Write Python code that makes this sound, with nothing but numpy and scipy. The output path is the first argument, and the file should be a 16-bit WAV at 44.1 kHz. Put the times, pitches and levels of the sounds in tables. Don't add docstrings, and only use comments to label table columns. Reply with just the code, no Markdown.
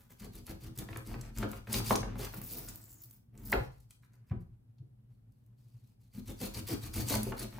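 import sys
import numpy as np
from scipy import signal
from scipy.fft import rfft, irfft, next_fast_len
from scipy.io import wavfile
from scipy.ndimage import uniform_filter1d

SR = 44100
rng = np.random.default_rng(int(sys.argv[2]) if len(sys.argv) > 2 else 0)


def transcribe(signal):
    frames = np.atleast_2d(signal).T
    limited = np.clip(frames, -1, 1)
    pcm = np.round(limited * 32767).astype(np.int16)
    wavfile.write(sys.argv[1], SR, pcm)


N = 334983
T = np.arange(N) / SR
SCRAPE_START_S = 2.76
TEAR_START_S, TEAR_LENGTH_S = 3.318, 0.209
TREBLE_LIMIT_HZ = 16200


def sawing():
    crackle, grind, push = saw_motion()
    fizz, load = slow_draw()
    crackle += amp(-8.5) * fizz * (T < SCRAPE_START_S)
    onion = bursting_onion(crackle, fizz)
    return onion + shaking_board(amp(-5.5) * grind + amp(-2.5) * load, push + amp(11) * load)


# (start [s], length [s], skin crackle [dB], load on the teeth [dB], push on the board [dB])
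SAW_STROKES = [(0.183, 0.09, -56.5, -58.5, -46), (0.323, 0.08, -57.5, -65, -48),
               (0.455, 0.072, -54, -52, -44), (0.6, 0.091, -57.5, -59, -45.5),
               (0.751, 0.078, -57.5, -53.5, -43.5), (0.871, 0.13, -61.5, -57, -46.5),
               (1.042, 0.12, -57, -55, -42.5), (1.167, 0.14, -66, -58.5, -49.5),
               (1.348, 0.1, -54, -46.5, -39), (1.476, 0.12, -60, -57.5, -49.5),
               (1.662, 0.063, -59, -49.5, -40.5), (1.719, 0.082, -35.5, -54, -35),
               (1.842, 0.11, -39.5, -63, -39.5), (1.958, 0.24, -78, -57, -42.5),
               (2.18, 0.094, -46.5, -45.5, -49), (6.126, 0.086, -60.5, -63.5, -49.5),
               (6.256, 0.074, -53.5, -58.5, -43.5), (6.39, 0.092, -43.5, -52.5, -43),
               (6.533, 0.076, -46, -52.5, -41), (6.666, 0.087, -41.5, -47, -38.5),
               (6.807, 0.084, -49, -52, -42), (6.931, 0.11, -41.5, -54.5, -35.5),
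               (7.078, 0.098, -33.5, -46.5, -36), (7.2, 0.12, -52, -58, -41),
               (7.364, 0.089, -46, -52.5, -46.5), (7.501, 0.13, -60.5, -56, -47)]
# (start [s], length [s], level [dB])
BLADE_GRAZES = [(5.095, 0.072, -85), (5.296, 0.196, -90), (5.561, 0.39, -79), (5.991, 0.1, -78)]
# (start [s], length [s], level [dB])
FINGER_RUSTLES = [(3.558, .13, -66), (3.693, 0.16, -75.5), (3.885, .08, -73), (4.013, 0.061, -73.5),
                  (4.116, 0.058, -77), (4.26, 0.063, -76.5), (4.39, .045, -77.5)]
def saw_motion(lead_s=0.03, grind_lag_s=0.0097, push_lag_s=0.012, push_release_s=0.099):
    crackle, grind, push = np.zeros((3, N))
    for start, length, crackle_db, load_db, push_db in SAW_STROKES:
        speed = stroke(length)
        add(crackle, start - lead_s, amp(crackle_db - 15.5) * stroke(2 * lead_s))
        add(crackle, start, amp(crackle_db) * speed)
        add(grind, start + grind_lag_s, amp(load_db) * speed)
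        pressure = stroke(length + push_release_s / 2, push_release_s)
        add(push, start + push_lag_s, amp(push_db) * pressure)
    for start, length, db in BLADE_GRAZES + FINGER_RUSTLES:
        add(crackle, start, amp(db) * stroke(length))
    add(push, TEAR_START_S, amp(-58.5) * stroke(TEAR_LENGTH_S))
    return crackle, grind, push


def stroke(length, release_s=0.024, attack_s=0.035):
    t = T[:round(length * SR)]
    rise = np.sin(np.pi / 2 * np.clip(t / attack_s, 0, 1))
    fall = np.sin(np.pi / 2 * np.clip((length - t) / release_s, 0, 1))
    return rise * fall


# (time [s], juicy fizz [dB], load on the teeth [dB])
DRAW_LEVELS = [(2.29, -55, -76), (2.312, -67, -75), (2.334, -51.5, -64.5), (2.385, -48, -54.5),
               (2.41, -88, -61.5), (2.425, -53.5, -61.5), (2.535, -44, -71), (2.58, -46, -60),
               (2.67, -55, -64), (2.688, -45, -58.5), (2.72, -58.5, -66), (2.85, -61, -75),
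               (2.865, -76, -76), (2.885, -59, -70.5), (2.92, -55.5, -74), (2.97, -72, -76.5),
               (3.04, -53.5, -79.5), (3.09, -71.5, -79), (3.145, -57.5, -76.5), (3.24, -103, -99)]
def slow_draw(fizz_db_per_s=190.5, load_db_per_s=89.5):
    fizz, load = gains(DRAW_LEVELS)
    pull = stroke(TEAR_LENGTH_S, release_s=0.0035)
    time_left = TEAR_LENGTH_S - T[:len(pull)]
    add(fizz, TEAR_START_S, pull * amp(-42 - fizz_db_per_s * time_left))
    add(load, TEAR_START_S, pull * amp(-58.5 - load_db_per_s * time_left))
    return fizz, load


# (frequency [Hz], relative level [dB])
SKIN_COLOUR = [(300, -23), (900, 3.5), (2000, -2.5), (3000, 3), (4300, 2), (6000, 4), (7500, 2.5),
               (9600, 7.5), (12000, 5.5), (15000, 8), (16200, 6)]
# (frequency [Hz], relative level [dB])
JUICE_COLOUR = [(2000, -30), (5500, -13), (7100, -15), (8500, -11), (10500, -6.5), (12500, -7.5),
                (14500, -0.5), (15600, 3), (16300, -19)]
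def bursting_onion(crackle, fizz):
    flakes = grains(per_s=7000, spread_db=3.5, clump_db=2.7, clump_hz=90)
    cells = grains(per_s=2000, spread_db=4, clump_db=2.4, clump_hz=60)
    skin = amp(-0.2) * coloured(shifting(flakes, shift_db=0.5, rate_hz=10), SKIN_COLOUR)
    juice = amp(-0.6) * coloured(shifting(cells, shift_db=3, rate_hz=34.85), JUICE_COLOUR)
    skin += amp(-9.5) * coloured(chips(), SKIN_COLOUR)
    juice += amp(-9.5) * coloured(chips(), JUICE_COLOUR)
    return (skin + rasp()) * crackle + juice * fizz


def shifting(x, shift_db, rate_hz, edges_hz=(1200, 2200, 3600, 6000, 11000)):
    size = next_fast_len(len(x))
    spectrum = rfft(x, size)
    band = np.searchsorted(edges_hz, np.fft.rfftfreq(size, 1 / SR))
    return sum(irfft(spectrum * (band == k), size)[:N] * amp(shift_db * wobble(rate_hz))
               for k in range(len(edges_hz) + 1))


def chips(per_s=45, decay_s=0.0039):
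    t = T[:SR // 50]
    crack = rng.standard_normal(len(t)) * np.exp(-t / decay_s)
    breaks = grains(per_s=per_s, spread_db=2.5, clump_db=1, clump_hz=20)
    return evened(signal.oaconvolve(breaks, crack)[:N])


# (pitch [Hz], relative level [dB])
RASP_NOTES = [(2400, -17), (4500, -12.5)]
def rasp(width_hz=260, waver=0.077, waver_hz=9):
    out = np.zeros(N)
    for hz, db in RASP_NOTES:
        catches = grains(per_s=900, spread_db=2.5, clump_db=2.5, clump_hz=60)
        pitch = hz * (1 + waver * wobble(waver_hz))
        carrier = np.exp(2j * np.pi * np.cumsum(pitch) / SR)
        ringing = carrier * filtered(catches / carrier + 1e-12, width_hz, "low")
        out += amp(db) * evened(ringing.real)
    return out


# (frequency [Hz], relative level [dB])
PUSH_COLOUR = [(20, -24.5), (42, 14), (70, 0.5), (115, 3.5), (210, 0.5), (330, -7.5), (500, -17.5),
               (1000, -28.5)]
def shaking_board(grind, push):
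    slips = grains(per_s=1300, spread_db=3.3, clump_db=2.2, clump_hz=60)
    ring = board_ring()
    rattle = evened(signal.oaconvolve(slips, ring)[:N])
    grit = evened(filtered(slips, [300, 2200], "band"))
    teeth = evened(filtered(rattle + 2.2 * grit, 240, "high", order=3))
    rumble = coloured(signal.oaconvolve(rng.standard_normal(N), ring)[:N], PUSH_COLOUR)
    return teeth * grind + rumble * push


# (pitch [Hz], relative level [dB], time to fade 60 dB [s])
BOARD_NOTES = [(41.5, -9.5, 0.8), (63, -1, 0.075), (115, 1.5, 0.26), (210.2, -0.5, .22), (255, -3, 0.12),
               (288.5, -7, 0.36), (324, -0.5, 0.13), (404, 0, 0.12), (466, -7.5, 0.66), (537.5, -4, 0.45),
               (708, 1.5, 0.07), (824, -8.5, 0.28), (954, 5, 0.036), (1085, 0, 0.11), (1253, -6.5, 0.25),
               (1720, -5.5, 0.039), (2230, -9, 0.08)]
def board_ring(hand_damping_s=0.069):
    t = T[:SR // 2]
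    notes = sum((-1) ** k * amp(db - 60 * t / fade_s) * np.sin(2 * np.pi * hz * t)
                for k, (hz, db, fade_s) in enumerate(BOARD_NOTES))
    return notes * np.exp(-t / hand_damping_s)


# (time [s], relative level [dB], pitch [Hz], decay time [s])
SKIN_SNAPS = [(.3546, -41, 13000, 0.0024), (.4564, -57, 14000, .002), (0.4663, -52, 4930, .003),
              (.467, -39, 12000, .002), (.7765, -35.5, 12000, .002), (.7865, -28.5, 12200, 0.0055),
              (.788, -37.5, 4250, 0.0035), (.801, -43, 13100, 0.0027), (.9716, -34.5, 11900, .003),
              (1.0725, -41, 11100, 0.0025), (1.2113, -37.5, 8470, 0.0036), (1.3743, -38, 5850, 0.0024),
              (1.385, -30, 12120, 0.0012), (1.4296, -42, 4220, .002), (1.516, -34, 12470, 0.0018),
              (1.729, -20.5, 11280, 0.0024), (1.742, -23.5, 4144, .003), (1.956, -24, 4710, 0.00097),
              (1.9594, -25, 9040, 0.0018), (2.3417, -52, 13680, 0.0026), (2.4165, -34, 14800, 0.0018),
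              (2.436, -41, 14460, 0.0017), (2.47, -43, 14400, 0.0017), (2.5104, -36, 10800, 0.0032),
              (2.686, -33.5, 7350, 0.0082), (2.7583, -35.5, 15270, 0.0013), (2.8406, -44.5, 14900, 0.0026),
              (2.8677, -57, 14600, 0.0017), (2.984, -55, 12100, .002), (3.1094, -43, 14000, .003),
              (3.377, -49, 7740, .003), (3.519, -25, 13300, .003), (3.8018, -56, 10300, 0.0048),
              (3.9075, -45, 9200, .004), (3.908, -54, 2780, .004), (4.297, -57, 2000, .003),
              (4.1342, -63, 8600, 0.0035), (4.4078, -62.5, 10300, .008), (4.7835, -66.5, 3490, .005),
              (5.322, -67, 11200, 0.0023), (5.4635, -63, 14140, .002), (6.4065, -44, 11000, 0.0018),
              (6.5453, -37.5, 4770, 0.0044), (7.0852, -26, 7850, 0.0044), (7.232, -26.5, 11100, 0.0034),
              (7.394, -29.5, 10100, 0.0049)]
def snaps(band_ratio=1.23, level_db=-18):
    out, t = np.zeros(N), T[:SR // 30]
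    for start, db, hz, decay in SKIN_SNAPS:
        breaks = rng.standard_normal(len(t)) * amp(2.5 * lumps(len(t), width=30))
        band = [hz / band_ratio, min(hz * band_ratio, TREBLE_LIMIT_HZ)]
        crack = filtered(breaks * np.exp(-t / decay), band, "band", order=1)
        add(out, start, amp(db + level_db) * evened(crack))
    return out


# (time [s], level [dB], pitch [Hz]); a high pitch is a hard hit
BOARD_KNOCKS = [(.887, -40, 1700), (.929, -40, 1540), (.960, -36, 1560), (1.114, -43, 850),
                (1.141, -38.5, 1400), (1.428, -28.5, 1120), (1.453, -50, 810), (1.531, -39.5, 1480),
                (1.671, -42.5, 1600), (1.74, -31, 2080), (1.8, -36.5, 950), (2.03, -33.5, 1310),
                (2.155, -43, 930), (2.337, -42, 1430), (3.528, -24.5, 1530), (3.535, -27, 1600),
                (3.54, -25.5, 629), (3.555, -28.5, 474), (3.566, -31, 399), (4.136, -65.5, 1670),
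                (4.312, -47.5, 702), (4.325, -49, 1000), (6.178, -37, 221), (6.733, -29.5, 269),
                (7.12, -30.5, 553), (7.138, -29.5, 825), (7.157, -29, 557), (7.266, -33, 402),
                (7.321, -30.5, 1060), (7.583, -41.5, 815)]
# (time [s], level [dB], pitch [Hz])
BLADE_LANDINGS = [(1.907, -17, 830), (3.524, -26.5, 800)]
def knocks(rock_s=0.0045, slowing=1.4, rock_db=-5, dulling=0.8):
    out = np.zeros(N)
    rocking = [(start + rock_s * k ** slowing, db + rock_db * k, hz * dulling ** k)
               for start, db, hz in BLADE_LANDINGS for k in range(4)]
    for start, db, hz in BOARD_KNOCKS + rocking:
        add(out, start, amp(db) * knock(hz))
    return out


def knock(hz, hard_hz=1320, band_ratio=1.25, rise_cycles=0.48, soft_db_per_octave=4):
    ring = board_ring()
    t = T[:len(ring)]
    hardness = min(hz / hard_hz, 1)
    band = [hz / band_ratio, hz * band_ratio]
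    crunch = evened(filtered(rng.standard_normal(len(t)), band, "band", order=1))
    tone = max(1 - 1.3 * hardness, 0) * np.sin(2 * np.pi * hz * t) + hardness * crunch
    fade_s = 0.024 * (1500 / hz) ** 0.27
    swell = 1 - np.exp(-t * hz * hardness / rise_cycles)
    contact = peaked(filtered(tone * amp(-60 * t / fade_s) * swell, 2.4 * hz, "low"))
    board = peaked(filtered(ring, 0.53 * hz, "low"))
    return contact + amp(-4 + soft_db_per_octave * np.log2(hardness)) * board


def clack(start_s=3.527, length_s=0.0038, db=-16.5, hz=1986):
    out, t = np.zeros(N), T[:round(length_s * SR)]
    add(out, start_s, amp(db) * np.hanning(len(t)) * np.sin(2 * np.pi * hz * t))
    return out


# (start [s], length [s], level [dB], typical slip rate [Hz])
BLADE_JUDDERS = [(0.242, 0.043, -51.5, 207), (0.494, .04, -51, 264), (0.791, 0.051, -48.5, 203),
                 (1.075, 0.062, -56.5, 225), (1.426, 0.045, -40, 315), (1.715, 0.074, -47, 235),
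                 (1.927, 0.066, -43, 310), (2.052, 0.041, -45, 200), (2.191, 0.041, -44.5, 347),
                 (2.497, 0.17, -53, 220), (6.283, 0.034, -49.5, 250), (6.405, 0.053, -41.5, 216),
                 (6.548, 0.035, -51, 260), (6.69, 0.043, -43, 380), (6.96, 0.059, -42.5, 203),
                 (7.098, 0.038, -38, 277), (7.269, 0.069, -46, 215), (7.403, 0.063, -47, 356)]
def judders(jitter=0.16, slowing=0.2, slip_s=0.0027, top_hz=620):
    out, t = np.zeros(N), T[:SR // 4]
    for start, length, db, hz in BLADE_JUDDERS:
        progress = np.minimum(t / length, 1)
        rate = hz * (1 + slowing * (0.5 - progress)) * np.exp(jitter * lumps(len(t), width=150))
        since_slip = np.cumsum(rate) / SR % 1 / hz
        jolts = np.exp(-since_slip / slip_s) * amp(2.8 * lumps(len(t), width=200))
        swell = np.sqrt(abs(np.sin(np.pi * progress)))
        add(out, start, amp(db) * evened(filtered(jolts, [0.61 * hz, top_hz], "band")) * swell)
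    return out


def scrape(length_s=0.27, db=-69, hz=7350, width_hz=420, waver=0.043):
    out, speed = np.zeros(N), stroke(length_s)
    hiss = filtered(rng.standard_normal(len(speed)), width_hz, "low")
    pitch = hz * (1 + waver * wobble(13, len(speed)))
    rub = hiss * np.cos(2 * np.pi * np.cumsum(pitch) / SR) * amp(3.6 * wobble(30, len(speed)))
    add(out, SCRAPE_START_S, amp(db) * speed * evened(rub))
    return out


# (start [s], length of the press [s], level [dB], pitch [Hz])
ONION_THUMPS = [(1.994, 0.035, -33, 112), (3.552, 0.042, -29, 55.1), (3.598, 0.028, -31.5, 124.2),
                (4.306, 0.025, -25.5, 114.5), (4.316, 0.02, -35.5, 201), (4.385, 0.04, -47.5, 173),
                (4.343, 0.076, -42.5, 47.6), (4.352, 0.033, -43, 126), (4.794, 0.038, -41, 123)]
def thumps(hum_db=-9, hum_fade_s=0.31, murmur_db=-12):
    out, t = np.zeros(N), T[:SR // 2]
    for start, length, db, hz in ONION_THUMPS:
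        press = np.sin(np.pi * np.minimum(t / length, 1)) ** 2
        hum = np.cumsum(press) / press.sum() * amp(hum_db - 60 * t / hum_fade_s)
        tone = np.sin(2 * np.pi * hz * t) * (press + hum)
        murmur = evened(filtered(rng.standard_normal(len(t)), [150, 380], "band", order=3))
        add(out, start, amp(db) * (tone + amp(murmur_db) * murmur * hum))
    return out


# (time [s], relative level [dB])
SLIDE_LEVELS = [(4.02, -90.5), (4.035, -71), (4.09, -94.5), (4.14, -76), (4.19, -92), (4.29, -83),
                (4.306, -72), (4.318, -55.5), (4.345, -78.5), (4.43, -85)]
def slide():
    crumbs = grains(per_s=3000, spread_db=2, clump_db=2, clump_hz=60)
    rub = evened(filtered(crumbs, [1000, 2300], "band", order=3))
    return rub * gains(SLIDE_LEVELS)[0] * amp(-2)


# (time [s], relative level [dB])
TOWEL_LEVELS = [(0.0, -65.5), (0.012, -64.5), (0.088, -77), (0.11, -59.5), (0.17, -82)]
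# (frequency [Hz], relative level [dB])
CLOTH_COLOUR = [(150, 21.5), (600, 1.5), (1500, 1), (4000, -6), (8000, -4.5), (15000, 3.5)]
def towel():
    fibres = grains(per_s=5000, spread_db=3, clump_db=3, clump_hz=50)
    return coloured(fibres, CLOTH_COLOUR) * gains(TOWEL_LEVELS)[0] * amp(6)


# (frequency [Hz], time to fade 60 dB [s])
ECHO_FADES = [(60, 0.85), (250, 0.16), (700, 0.36), (2000, 0.33), (5000, 0.38), (10000, 0.3), (16000, 0.27)]
# (frequency [Hz], level [dB])
ECHO_LEVELS = [(50, -5), (130, -5), (300, 0), (600, 3), (1200, 2), (2000, -.5), (3000, .5), (6000, -2),
               (10000, -5.5), (16000, -7)]
def kitchen_echo(x, echoes_per_s=3500, gap_s=0.002):
    t = T[:SR * 3 // 4]
    bounces = rng.standard_normal((2, len(t))) * (rng.random((2, len(t))) < echoes_per_s / SR)
    bounces *= np.clip((t - gap_s) / 0.00072, 0, 1)
    hz, times, bands = signal.stft(bounces, SR, nperseg=256)
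    fade_s = read(ECHO_FADES, hz)[:, None]
    bands = bands * amp(read(ECHO_LEVELS, hz)[:, None] - 60 * times / fade_s)
    bands *= np.sqrt(np.log(10 ** 6) / (fade_s * SR)) / bounces.std()
    response = stereo_spread(*signal.istft(bands, SR, nperseg=256)[1])
    return signal.oaconvolve(x[None], response, axes=1)[:, :N]


# (frequency [Hz], relative level [dB])
AIR_COLOUR = [(20, -22.5), (50, 7), (85, -2), (160, -3), (220, 0), (320, -13.5), (600, -20), (1200, -30),
              (3000, -36), (7000, -43.5), (11000, -36.5), (15500, -40)]
def room_tone(air_db=-68, hum_hz=116, hum_width_hz=7, hum_db=-61, throb_hz=6.3, throb_db=3.5):
    air = stereo_spread(*[coloured(noise, AIR_COLOUR) for noise in rng.standard_normal((2, N))])
    hum_band = [hum_hz - hum_width_hz, hum_hz + hum_width_hz]
    hum = evened(filtered(rng.standard_normal(N), hum_band, "band"))
    throb = evened(filtered(rng.standard_normal(N), [throb_hz, 2 * throb_hz], "band", order=1))
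    return amp(air_db) * air + amp(hum_db) * evened(hum * amp(throb_db * np.clip(throb, -2, 2)))


# (frequency [Hz], likeness [-1 to 1])
SIDE_LIKENESS = [(60, .88), (150, .9), (300, .3), (550, -.5), (1200, -.1), (2200, -.45), (5000, -.5),
                 (7500, .2), (9300, .75), (16000, .7)]
def stereo_spread(left, other):
    size = next_fast_len(len(left))
    likeness = np.clip(read(SIDE_LIKENESS, np.fft.rfftfreq(size, 1 / SR)), -1, 1)
    right = irfft(likeness * rfft(left, size) + np.sqrt(1 - likeness ** 2) * rfft(other, size), size)
    return np.array([left, right[:len(left)]])


def grains(per_s, spread_db, clump_db, clump_hz):
    sizes = amp(spread_db * np.minimum(rng.exponential(1, N), 4)) * rng.choice([-1, 1], N)
    clumps = np.clip(wobble(clump_hz), -2, 2)
    return evened(sizes * (rng.random(N) < per_s / SR) * amp(clump_db * clumps))


def wobble(hz, samples=N):
    return evened(filtered(rng.standard_normal(samples), hz, "low"))


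def lumps(samples, width):
    return evened(uniform_filter1d(rng.standard_normal(samples), size=width))


def amp(db):
    return 10 ** (np.asarray(db) / 20)


def evened(x):
    return x / np.sqrt(np.mean(x ** 2) + 1e-20)


def peaked(x):
    return x / (abs(x).max() + 1e-20)


def read(points, hz):
    frequencies, values = np.transpose(points)
    return np.interp(np.log(hz + 1), np.log(frequencies + 1), values)


def coloured(x, colour):
    size = next_fast_len(len(x))
    gain = amp(read(colour, np.fft.rfftfreq(size, 1 / SR)))
    return evened(irfft(rfft(x, size) * gain, size)[:len(x)])


def filtered(x, hz, kind, order=2):
    return signal.sosfilt(signal.butter(order, np.clip(hz, 10, .49 * SR), kind, fs=SR, output="sos"), x)


def add(mix, start_s, sound):
    part = mix[max(round(start_s * SR), 0):][:len(sound)]
    part += sound[:len(part)]


def gains(rows):
    times, *columns = np.transpose(rows)
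    curves_db = [np.interp(T, times, column, left=-150, right=-150) for column in columns]
    return uniform_filter1d(amp(curves_db), size=300)


def scene(clack_echo_db=-7):
    direct = sawing() + snaps() + knocks() + judders() + scrape() + thumps() + slide() + towel()
    into_room = direct + amp(clack_echo_db) * clack()
    path_fades = [np.sqrt(2 / 3) * np.cos(np.pi * (T + k / 3)) for k in range(3)]
    echoes = sum(kitchen_echo(into_room * fade) for fade in path_fades)
    return direct + clack() + echoes + room_tone()


# (frequency [Hz], level [dB])
MIC_BALANCE = [(60, .9), (1000, .6), (2000, -.3), (2800, .5), (4200, 2.8), (7000, 2.5), (8200, .3),
               (16000, 0)]
# (frequency [Hz], phase [rad])
MIC_PHASE = [(0, 0), (8000, 0), (15800, 5 * np.pi), (22050, 9 * np.pi)]
def record(dry):
    size = next_fast_len(N + 1024)
    hz = np.fft.rfftfreq(size, 1 / SR)
    left = amp(read(MIC_BALANCE, hz) / 2)
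    right = np.exp(1j * np.interp(hz, *np.transpose(MIC_PHASE))) / left
    heard = irfft(rfft(dry, size) * np.array([left, right]), size)[:, :N]
    heard = filtered(heard, 30, "high", order=3)
    treble_cut = signal.firwin(511, TREBLE_LIMIT_HZ, window=("kaiser", 9), fs=SR)
    return signal.oaconvolve(heard, treble_cut[None], "same")


dry = scene()
out = record(dry)
transcribe(out)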